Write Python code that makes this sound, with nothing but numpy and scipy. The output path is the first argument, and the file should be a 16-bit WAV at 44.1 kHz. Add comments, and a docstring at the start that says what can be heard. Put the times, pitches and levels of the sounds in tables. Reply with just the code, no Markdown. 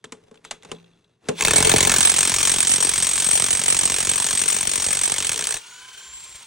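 """A socket knocks, ticks and slides onto a truck wheel nut, then a cordless impact wrench rattles on it about
46 times a second; the nut comes free and the motor whines without load. Heard close by through two ports.
Hits are bursts of signed noise with rebounds, ringing socket, anvil and wheel modes; sliding and whirr are
coloured noise; the free motor is sine tones with throbbing gear mesh."""
import sys
import numpy as np
from scipy import signal
from scipy.fft import rfft, irfft, next_fast_len
from scipy.io import wavfile

SR = 44100
rng = np.random.default_rng(int(sys.argv[2]) if len(sys.argv) > 2 else 0)


def store_pcm(level_fs):
    """Save levels as 16-bit WAV."""
    pcm = np.round(np.clip(level_fs, -1, 1) * 32767).astype(np.int16)
    wavfile.write(sys.argv[1], SR, np.atleast_2d(pcm).T)


N = 284886

# Socket and anvil modes. Each row: frequency in Hz, relative level in dB, t60 in s (seating stretches it).
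SOCKET_MODES = [(3360, -35.5, 0.21), (5640, -21.5, 0.073), (6170, -25, 0.044), (6930, -14.5, 0.022),
                (8600, -33, 0.099), (9100, -39, 0.018), (8300, -5.5, 0.04), (8360, -12.5, 0.012),
                (8470, -12.5, 0.0089), (8407, -14, 0.034)]
# Wheel disc modes. Each row: frequency in Hz, relative level in dB, t60 in s (hammering shortens it).
WHEEL_MODES = [(432, -4.5, 0.25), (451, -5.5, 0.17), (832, -9, 0.07), (1009, -9.5, 0.079)]
# Brief modes of ticks and rasp. Each row: frequency in Hz, relative level in dB, t60 in s.
TICK_MODES = [(2720, -1, .014), (3440, 2, 0.013), (3850, -3, 0.013), (6030, -9, .01), (7600, -13, .008)]


def amp(db):
    """Amplitude factor of a level in dB."""
    return 10 ** (np.asarray(db) / 20)


def rms_one(x):
    """Scales a signal to an rms of 1."""
    return x / np.sqrt(np.mean(x ** 2) + 1e-20)


def in_time(rows):
    """Interpolates each column after the first (seconds) to one value per sample."""
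    s, *columns = np.transpose(rows)
    return [np.interp(np.arange(N) / SR, s, c) for c in columns]


def at_hz(points, hz):
    """Interpolates (Hz, value) points over log frequency."""
    hz_points, values = np.transpose(points)
    return np.interp(np.log(hz + 1), np.log(hz_points), values)


def colour(x, spectrum):
    """Minimum-phase filter with the given spectral shape; white noise keeps its rms."""
    cepstrum = irfft(np.log(amp(at_hz(spectrum, np.linspace(0, SR / 2, 4097)))))
    cepstrum[1:4096] *= 2      # folding makes it causal
    response = irfft(np.exp(rfft(cepstrum[:4097], 8192)))
    return signal.fftconvolve(x, response / np.linalg.norm(response))[:N]


def filtered(x, order, hz, kind):
    """Butterworth filter."""
    return signal.sosfilt(signal.butter(order, hz, kind, fs=SR, output="sos"), x)


def ring(x, hz, t60):
    """Damped resonator: a unit click starts a sine of height 1."""
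    r, w = amp(-60 / (t60 * SR)), 2 * np.pi * hz / SR
    return signal.lfilter([0, np.sin(w)], [1, -2 * r * np.cos(w), r * r], x + 1e-18)


def clicks(times, sizes):
    """Single-sample impulses at the given seconds."""
    out = np.zeros(N)
    np.add.at(out, np.minimum((times * SR).astype(int), N - 1), sizes)
    return out


def fading(x, t60):
    """Each click starts an exponential decay."""
    return signal.lfilter([1], [1, -amp(-60 / (t60 * SR))], x + 1e-18)


def drift(rate_hz):
    """Low-passed noise of rms 1 that wanders at about the given rate."""
    r = np.exp(-2 * np.pi * rate_hz / SR)
    return rms_one(signal.lfilter([1], [1, -2 * r, r * r], rng.standard_normal(N + SR))[SR:])


def chatter(times, level_db, fade_db_per_ms, spread_s, rebound_db, uneven_db, t60, tail_db, tail_t60, rise_s):
    """A first contact and five rebounds per hit; each is a fast-dying noise burst with a longer tail."""
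    late_s = spread_s * np.cumsum(rng.uniform(0.34, 1.473, (len(times), 5)), axis=1)
    fade_db = np.reshape(fade_db_per_ms, (-1, 1)) * 10 ** 3 * late_s
    uneven = rng.normal(0, uneven_db, late_s.shape)
    rebounds = amp(level_db[:, None] + rebound_db - fade_db + uneven)
    contacts = clicks(times, amp(level_db))
    contacts = contacts + clicks((times[:, None] + late_s).ravel(), rebounds.ravel())
    envelope = fading(contacts, t60) + amp(tail_db) * fading(contacts, tail_t60)
    rise = np.exp(-1 / (rise_s * SR))      # the faces take a moment to close
    return signal.lfilter([1 - rise], [1, -rise], envelope) * rng.choice([-1., 1.], N)


def garage():
    """Steady room noise, mostly low."""
    # Each row: frequency in Hz, relative density in dB.
    garage_colour = [(18, -55), (30, -15), (87, -32), (101, 9), (122, 4), (240, 0.5), (420, -38),
                     (642, -43), (3000, -45), (3900, -69), (6600, -120)]
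    return amp(-70) * colour(rng.standard_normal(N), garage_colour)


def grip():
    """The grip shifts: smooth pushes of the hand make soft low bumps."""
    # Each row: start in seconds, level in dB before the high-pass.
    bumps = [(6.125, -59), (6.16, -59), (6.222, -55), (6.285, -47), (6.34, -44)]
    bump_s = 0.0083
    s, bump_db = np.transpose(bumps)
    push = signal.fftconvolve(clicks(s, amp(bump_db)), np.hanning(int(bump_s * SR)))[:N]
    return filtered(push, 2, 45, "high")


def ticks():
    """Small ticks of the loose socket: short contacts ring brief modes, each with a random strength."""
    # Each row: time in seconds, relative level in dB.
    tick_rows = [(0.055, -36), (0.3744, -43), (0.5644, -49), (0.6244, -40), (0.6764, -46), (0.7497, -41),
                 (0.7851, -40), (0.7994, -46), (0.828, -51), (0.8435, -47), (0.8617, -51), (0.8804, -50),
                 (0.9143, -56), (0.9742, -56), (1.0445, -53), (1.2426, -53), (1.2571, -46)]
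    s, tick_db = np.transpose(tick_rows)
    chance_db = rng.normal(0, 2.5, (len(s), len(TICK_MODES)))
    noise = rng.choice([-1., 1.], N)
    out = 0
    for k, (hz, mode_db, t60) in enumerate(TICK_MODES):
        contact = fading(clicks(s, amp(tick_db + mode_db - 19.5 + chance_db[:, k])), 0.0045)
        out = out + ring(noise * contact, hz, t60)
    return out


def seating():
    """Knocks are a bright tick and a soft push that rings the wheel; the socket slides in grains of noise."""
    # Knocks on nut and stud. Each row: time in seconds, relative tick, wheel thud and tyre boom levels in dB.
    knocks = [(0.041, -32, -40, -42), (0.1208, -28, -37, -42), (0.312, -49, -43, -54),
              (0.342, -49, -73, -68), (0.3547, -50.5, -63, -60), (0.4425, -42, -60, -62),
              (0.4487, -33, -53, -51), (0.5094, -20.5, -41.5, -40), (0.525, -51, -48, -53),
              (0.631, -39.5, -57, -53), (0.648, -38, -45, -38.5), (0.715, -24, -29.5, -28),
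              (1.27, -59, -58, -52), (1.2859, -16, -17, -23), (6.2607, -45, -67, -72),
              (6.3456, -44, -61, -76), (6.4073, -44, -80, -77)]
    # Socket sliding on steel. Each row: time in seconds, hiss and rasp levels in dB.
    sliding = [(0, -75, -84), (.118, -61, -77), (.43, -63, -91), (.46, -56, -51), (.55, -65, -59),
               (.6, -64, -68), (.7, -47, -61), (.77, -62, -62), (.82, -59.5, -71), (1.2, -72.5, -82),
               (1.275, -45.5, -78), (1.335, -60, -52), (1.4, -66, -41), (1.45, -80, -80)]
    # Each row: frequency in Hz, relative density in dB.
    knock_colour = [(180, -20), (300, -16.5), (950, -9), (1360, -9), (2990, -12.5), (3280, -12.5),
                    (4980, -19.5), (7440, -14), (10400, -25), (12000, -67), (15600, -70), (22000, -120)]
    # Each row: frequency in Hz, relative density in dB.
    slide_colour = [(180, -20), (300, -17), (418, -11.5), (609, -23.5), (1780, -28), (3550, -35.5),
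                    (4950, -37), (6300, -37), (11000, -45), (14300, -92), (22000, -120)]
    tyre_hz, tyre_t60_s = 170, 0.66
    s, peak_db, thud_db, boom_db = np.transpose(knocks)
    force = chatter(s, peak_db, fade_db_per_ms=3.1, spread_s=0.0066, rebound_db=-4.0, uneven_db=2.5,
                    t60=0.021, tail_db=-23.5, tail_t60=0.18, rise_s=0.00063)

    contact = clicks(s, amp(thud_db))
    contact = contact + amp(-25.5) * fading(contact, 0.17) * rng.standard_normal(N)
    push = filtered(contact, 2, [140, 1300], "band")
    wheel = sum(ring(push * amp(mode_db - 9.5), hz, t60) for hz, mode_db, t60 in WHEEL_MODES)
    thump = ring(push, 264, 0.029) + ring(push, 450, 0.022)
    boom = amp(-12.5) * ring(clicks(s, amp(boom_db)), tyre_hz, tyre_t60_s)
    socket = sum(amp(mode_db - 43) * ring(force, hz, t60 * 2.8) for hz, mode_db, t60 in SOCKET_MODES)

    grains = rms_one(rng.standard_normal(N) * amp(2.4 * drift(150) + 0.44 * drift(24)))
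    hiss_db, rasp_db = in_time(sliding)
    hiss = amp(hiss_db) * colour(grains, slide_colour)
    rasp = sum(amp(mode_db + 3.6 * drift(25)) * ring(grains, hz, t60) for hz, mode_db, t60 in TICK_MODES)
    return colour(force, knock_colour) + wheel + thump + boom + socket + hiss + amp(rasp_db) * rms_one(rasp)


def motor():
    """Fan and bearing noise in housing modes; once free, two tones and gear mesh throbbing per socket turn."""
    # Each row: time in seconds, whirr level in dB.
    whirr_rows = [(1.33, -72), (1.39, -31), (1.415, -37), (1.5, -29), (2.2, -33.5), (5.3, -38.5),
                  (5.56, -40.5), (5.62, -48), (5.9, -47.5), (6.35, -48.5), (6.46, -50)]
    # Each row: frequency in Hz, relative density in dB.
    whirr_colour = [(120, -49), (200, -22), (430, -11.5), (540, -23.5), (700, -17.5), (850, -10.5),
                    (1300, -10.5), (1850, -12), (2290, -4.5), (2700, -8.5), (3300, -4.5), (3750, -11),
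                    (4250, -9), (4600, -7.5), (4950, -13), (5250, -9), (5600, -8.5), (7100, -13.5),
                    (7640, -7), (11200, -20.5), (11900, -101), (13700, -80), (15100, -24), (15900, -20.5)]
    # Each row: frequency in Hz, level in dB relative to the coloured noise, t60 in s.
    housing_modes = [(2450, -27, 0.01), (3960, -16, 0.0032), (4450, -19, .012), (6130, -13, 0.0034)]
    # Free running. Each row: time in seconds, levels of tone, seventh harmonic, low mesh and high mesh in dB,
    # tone in Hz.
    free_rows = [(5.6, -63, -63, -58, -57, 926), (5.645, -60, -54, -51, -48, 938),
                 (5.69, -60, -51, -51, -58, 955), (5.745, -50, -47, -47, -55, 983),
                 (5.84, -54, -55, -48, -50, 1010), (5.91, -55, -60, -51, -50, 1022),
                 (5.96, -67, -50, -50, -49, 1029), (6.08, -56, -41.5, -53, -54, 1041),
                 (6.2, -58, -43, -62, -65, 1050), (6.388, -58, -47, -72, -66, 1046),
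                 (6.46, -54, -61, -65, -61, 865)]
    # Faint singing of the loose socket. Each row: time in seconds, level in dB.
    loose_rows = [(5.6, -64), (6.05, -65), (6.2, -55), (6.3, -52), (6.46, -52)]
    # Low rumble as the grip shifts. Each row: time in seconds, level in dB.
    rumble_rows = [(5.6, -80), (5.68, -85), (5.9, -75), (6.1, -67), (6.15, -66), (6.37, -68), (6.42, -87)]
    rumble_colour = [(20, -20), (60, 23), (130, -5), (300, -27), (600, -53)]   # (Hz, relative dB)
    free_at_s, throb_peak_s, throb_db, motor_cycles_per_throb = 5.58, 5.947, 7, 32

    tone_db, seventh_db, mesh_db, upper_db, hz = in_time(free_rows)
    since_s = np.maximum(np.arange(N) / SR - free_at_s, 0)
    free = np.minimum(since_s / 0.029, 1)
    phase = 2 * np.pi * np.cumsum(hz) / SR
    tones = amp(tone_db + 3.0 * drift(25)) * np.sin(phase + 0.77 * drift(30))
    tones = tones + amp(seventh_db) * np.sin(7 * phase)

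    turn = (phase - phase[int(throb_peak_s * SR)]) / motor_cycles_per_throb
    depth_db = throb_db * np.clip(since_s / 0.4, 0, 1)
    throb = amp(depth_db * (np.cos(turn + .3 * drift(8)) - 0.2) + 1.6 * drift(60))
    mesh = amp(mesh_db) * np.sin(1.52 * phase + 1.2 * drift(72))
    mesh = mesh + amp(upper_db) * np.sin(3.0 * phase + 0.51 * drift(60))

    air = rng.standard_normal(N) * amp(1.34 * drift(54))
    housing = sum(amp(mode_db) * rms_one(ring(air, mode_hz, t60)) for mode_hz, mode_db, t60 in housing_modes)
    running = np.arange(N) > whirr_rows[0][0] * SR
    whirr = amp(in_time(whirr_rows)[0]) * running * (colour(air, whirr_colour) + housing)

    singing = rms_one(sum(amp(mode_db) * ring(air, mode_hz, t60) for mode_hz, mode_db, t60 in SOCKET_MODES))
    loose = amp(in_time(loose_rows)[0] + 3.9 * drift(30)) * singing
    rumble_amp = amp(in_time(rumble_rows)[0] + 3.6 * drift(22))
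    rumble = rumble_amp * colour(rng.standard_normal(N), rumble_colour)
    return whirr + free * (tones + throb * mesh + loose + rumble)


def blows():
    """Steady blows fall where the running count passes a whole number; uneven stumbles are added."""
    # Steady hammering quickens as the nut yields. Each row: time in seconds, blows per second.
    rate = [(1.5585, 44.631), (2.2, 44.907), (2.7, 45.474), (3.1, 45.368), (3.6, 45.98), (4.1, 46.235),
            (4.5, 46.854), (4.9, 46.812), (5.25, 47.467)]
    # Steady blows. Each row: time in seconds, force in dB.
    force_rows = [(1.55, -11), (1.95, -7), (2.1, -11.5), (2.6, -14.5), (3.1, -16.5), (3.38, -18),
                  (3.5, -16.5), (4.3, -16.5), (4.7, -18), (5.25, -17)]
    # Steady blows that differ from their neighbours. Each row: time in seconds, force change in dB,
    # rebound fade in dB per ms.
    distinct = [(2.183, -1.5, 0), (2.404, -5, -0.2), (2.472, 1.5, 1.3), (2.604, 5, 6), (2.914, -1, 2.5),
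                (3.001, .4, 6), (3.023, -0.5, 0.3), (3.421, 4, 6.5), (3.701, 1, 1.4), (3.941, 3.5, 3),
                (4.003, -1, 0.5), (4.392, -0.5, .8), (4.521, -1, 0.1), (4.652, -2, 13), (4.671, 3.5, 3.5),
                (4.693, -1.5, 3)]
    # Blows while the tool spins up and the nut breaks loose. Each row: time in seconds, force in dB.
    stumbles = [(1.4077, -9), (1.423, -11.5), (1.449, -5.5), (1.4813, -8), (1.508, -7), (1.534, -8),
                (5.268, -15.5), (5.292, -14), (5.3166, -15.5), (5.3417, -24), (5.359, -19.5), (5.376, -22),
                (5.391, -15.5), (5.409, -20), (5.423, -21), (5.44, -15), (5.452, -25), (5.4698, -14),
                (5.489, -24), (5.506, -17.5), (5.523, -17), (5.541, -16.5), (5.558, -40), (5.567, -28),
                (5.572, -41), (1.399, -22), (1.471, -17), (5.33, -21)]
    jitter_s, uneven_db = 0.0004, 0.5
    steady_fade, stumble_fade = 1.93, 4.1      # dB per ms
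    fade_spread = 0.31      # natural log
    t = np.arange(rate[0][0], rate[-1][0], 1 / SR)
    count = np.cumsum(np.interp(t, *np.transpose(rate))) / SR
    steady_s = np.interp(np.arange(int(count[-1]) + 1), count, t)
    chance = rng.standard_normal((len(steady_s), 3))
    force_db = np.interp(steady_s, *np.transpose(force_rows)) + uneven_db * chance[:, 0]
    steady_s = steady_s + jitter_s * chance[:, 1]
    fade = steady_fade * np.exp(fade_spread * chance[:, 2])
    for distinct_s, change_db, own_fade in distinct:
        nearest = np.argmin(abs(steady_s - distinct_s))
        steady_s[nearest] = distinct_s
        force_db[nearest] += change_db
        fade[nearest] = own_fade
    s, stumble_db = np.transpose(stumbles)
    fades = np.append(fade, np.full(len(s), stumble_fade))
    return np.append(steady_s, s), np.append(force_db, stumble_db), fades


def shifting(x):
    """Splits the sound into four bands, each with a level that wanders on its own."""
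    lows = [filtered(x, 1, hz, "low") for hz in (1900, 4600, 10700)]
    bands = np.diff([0 * x, *lows, x], axis=0)
    return sum(band * amp(0.9 * drift(23)) for band in bands)


def hammer():
    """Blows crack through the tool, ring socket and anvil, shake the wheel; the hammer ticks as it lifts."""
    # Shaking of wheel and grip. Each row: time in seconds, relative low shake, socket and wheel ring in dB.
    shaking = [(1.4, -37, -54, -25.5), (1.56, -27.5, -19, -18), (1.9, -27.5, -36, -25),
               (2.03, -35, -23, -40), (3.2, -40, -14, -42.5), (3.77, -37.5, -19.5, -40),
               (4.8, -42, -17, -44), (5.3, -46, -23.5, -34), (5.58, -63, -23.5, -31.5)]
    # Each row: frequency in Hz, relative density in dB.
    blow_colour = [(150, -47.5), (250, -15.5), (734, -16), (1090, -6), (1420, -10.5), (1660, -6),
                   (3450, -4.5), (4960, -9.5), (5700, -3.5), (7530, -3.5), (8360, -4), (10300, -12),
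                   (11200, -58), (12300, -34), (15900, -15.5)]
    # Each row: frequency in Hz, relative density in dB.
    shake_colour = [(25, -10), (45, -2), (75, 5), (110, 3.5), (200, 3), (500, -2), (1000, -4.5),
                    (2000, -36)]
    # Anvil and nut. Each row: frequency in Hz, relative level in dB, t60 in s.
    anvil_modes = [(1086, -31.5, 0.01), (1796, -26.5, 0.012), (2260, -32.5, 0.025), (2613, -27.5, 0.015),
                   (3600, -29, 0.0023), (4540, -30.5, 0.0062)]
    # How far anvil and nut ring out. Each row: time in seconds, relative level in dB.
    anvil_ring = [(1.4, 0.5), (1.9, -3), (2.2, -16.5), (4.2, -14.5), (4.8, -13), (5.58, -2.5)]
    s, level_db, fade = blows()
    shake_db, socket_db, wheel_db = in_time(shaking)
    force = chatter(s, level_db, fade, spread_s=0.002, rebound_db=-2.5, uneven_db=1.7,
                    t60=0.0093, tail_db=-22.0, tail_t60=0.14, rise_s=0.00072)

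    lift_s = s + rng.normal(0.014, 0.00046, len(s))
    lifts = clicks(lift_s, amp(level_db - 4.5 + rng.normal(0, 3.7, len(s))))
    tick = filtered(fading(lifts, 0.0063) * rng.standard_normal(N), 2, [4500, 8000], "band")

    # every mode's level wanders
    socket = sum(ring(force * amp(mode_db + 4.7 * np.tanh(drift(28))), hz, t60)
                 for hz, mode_db, t60 in SOCKET_MODES)
    anvil = sum(ring(force * amp(mode_db + 8.2 * np.tanh(drift(30))), hz, t60)
                for hz, mode_db, t60 in anvil_modes)

    gate = 0.16 + fading(clicks(s, amp(rng.normal(0, 2.8, len(s)))), 0.026)
    hammering = (np.arange(N) > s.min() * SR) * (np.arange(N) < s.max() * SR)
    jolts = gate * hammering * rng.standard_normal(N)
    # the pressed socket damps the wheel
    wheel = sum(amp(mode_db - 33.0) * ring(jolts, hz, 0.95 * t60) for hz, mode_db, t60 in WHEEL_MODES)
    shake = amp(shake_db + 8.0) * colour(jolts, shake_colour) + amp(wheel_db) * wheel

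    crack = force * (0.46 + fading(clicks(s, 0.76), 0.031))      # dies sooner than the socket sings
    ringing = amp(socket_db) * socket + amp(in_time(anvil_ring)[0]) * anvil
    return shifting(colour(crack, blow_colour)) + tick + ringing + shake


def ports(mid):
    """Two ports differ by a quarter-cycle side signal, a lean in level and scattered sound that wanders."""
    # Each row: frequency in Hz, gain of the side signal in dB.
    side_gain = [(60, -22), (99, -32), (160, -10), (270, -16), (450, -2.5), (740, -0.5), (1220, -9.5),
                 (2010, -17.5), (3330, -2), (5500, -12), (9080, 0.5), (15000, 15.5)]
    # Each row: frequency in Hz, power share (0-1) of the side that is scattered sound.
    scatter = [(500, 0.92), (6000, 0.54), (8400, 0.55), (10000, 0), (12000, 0.27)]
    # Each row: frequency in Hz, left minus right in dB.
    left_louder = [(60, -1.5), (110, 0.5), (200, -0.5), (380, 7.5), (700, -1), (1290, -2), (2380, 1),
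                   (4400, 2.5), (8120, -1), (15000, 4)]
    size = next_fast_len(N + 4096)
    hz = np.arange(size // 2 + 1) * SR / size
    mid_spectrum = rfft(mid, size)
    echoes = rng.standard_normal(2000) * amp(-60 * np.arange(2000) / (0.018 * SR))
    scattered = rfft(mid * drift(11.1), size) * rfft(echoes / np.linalg.norm(echoes), size)
    share = np.clip(at_hz(scatter, hz), 0, 1)
    paths = -1j * np.sqrt(1 - share) * mid_spectrum + np.sqrt(share) * scattered
    lean = np.tanh(np.log(amp(at_hz(left_louder, hz))) / 2) * mid_spectrum
    side = irfft(paths * amp(at_hz(side_gain, hz)) + lean, size)[:N]
    return np.array([mid + side, mid - side])


def scene():
    """Sums all sources and spreads them over the two ports."""
    return ports(garage() + grip() + ticks() + seating() + motor() + hammer())


def record(dry):
    """The lows come late (each hit bends downward), peaks are rounded, the top is cut."""
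    lag_cycles, cutoff_hz = 1.1, 15850      # delay is lag_cycles / (hz + 40) seconds
    size = next_fast_len(N + 8192)
    hz = np.arange(size // 2 + 1) * SR / size
    lag = np.exp(-2j * np.pi * lag_cycles * np.log1p(hz / 40))
    late = irfft(rfft(dry, size) * lag, size)[:, :N]
    rounded = 1.5 * np.tanh(late / 1.5)
    return signal.sosfilt(signal.ellip(12, .5, 70, cutoff_hz, fs=SR, output="sos"), rounded)


dry = scene()
out = record(dry)
store_pcm(out)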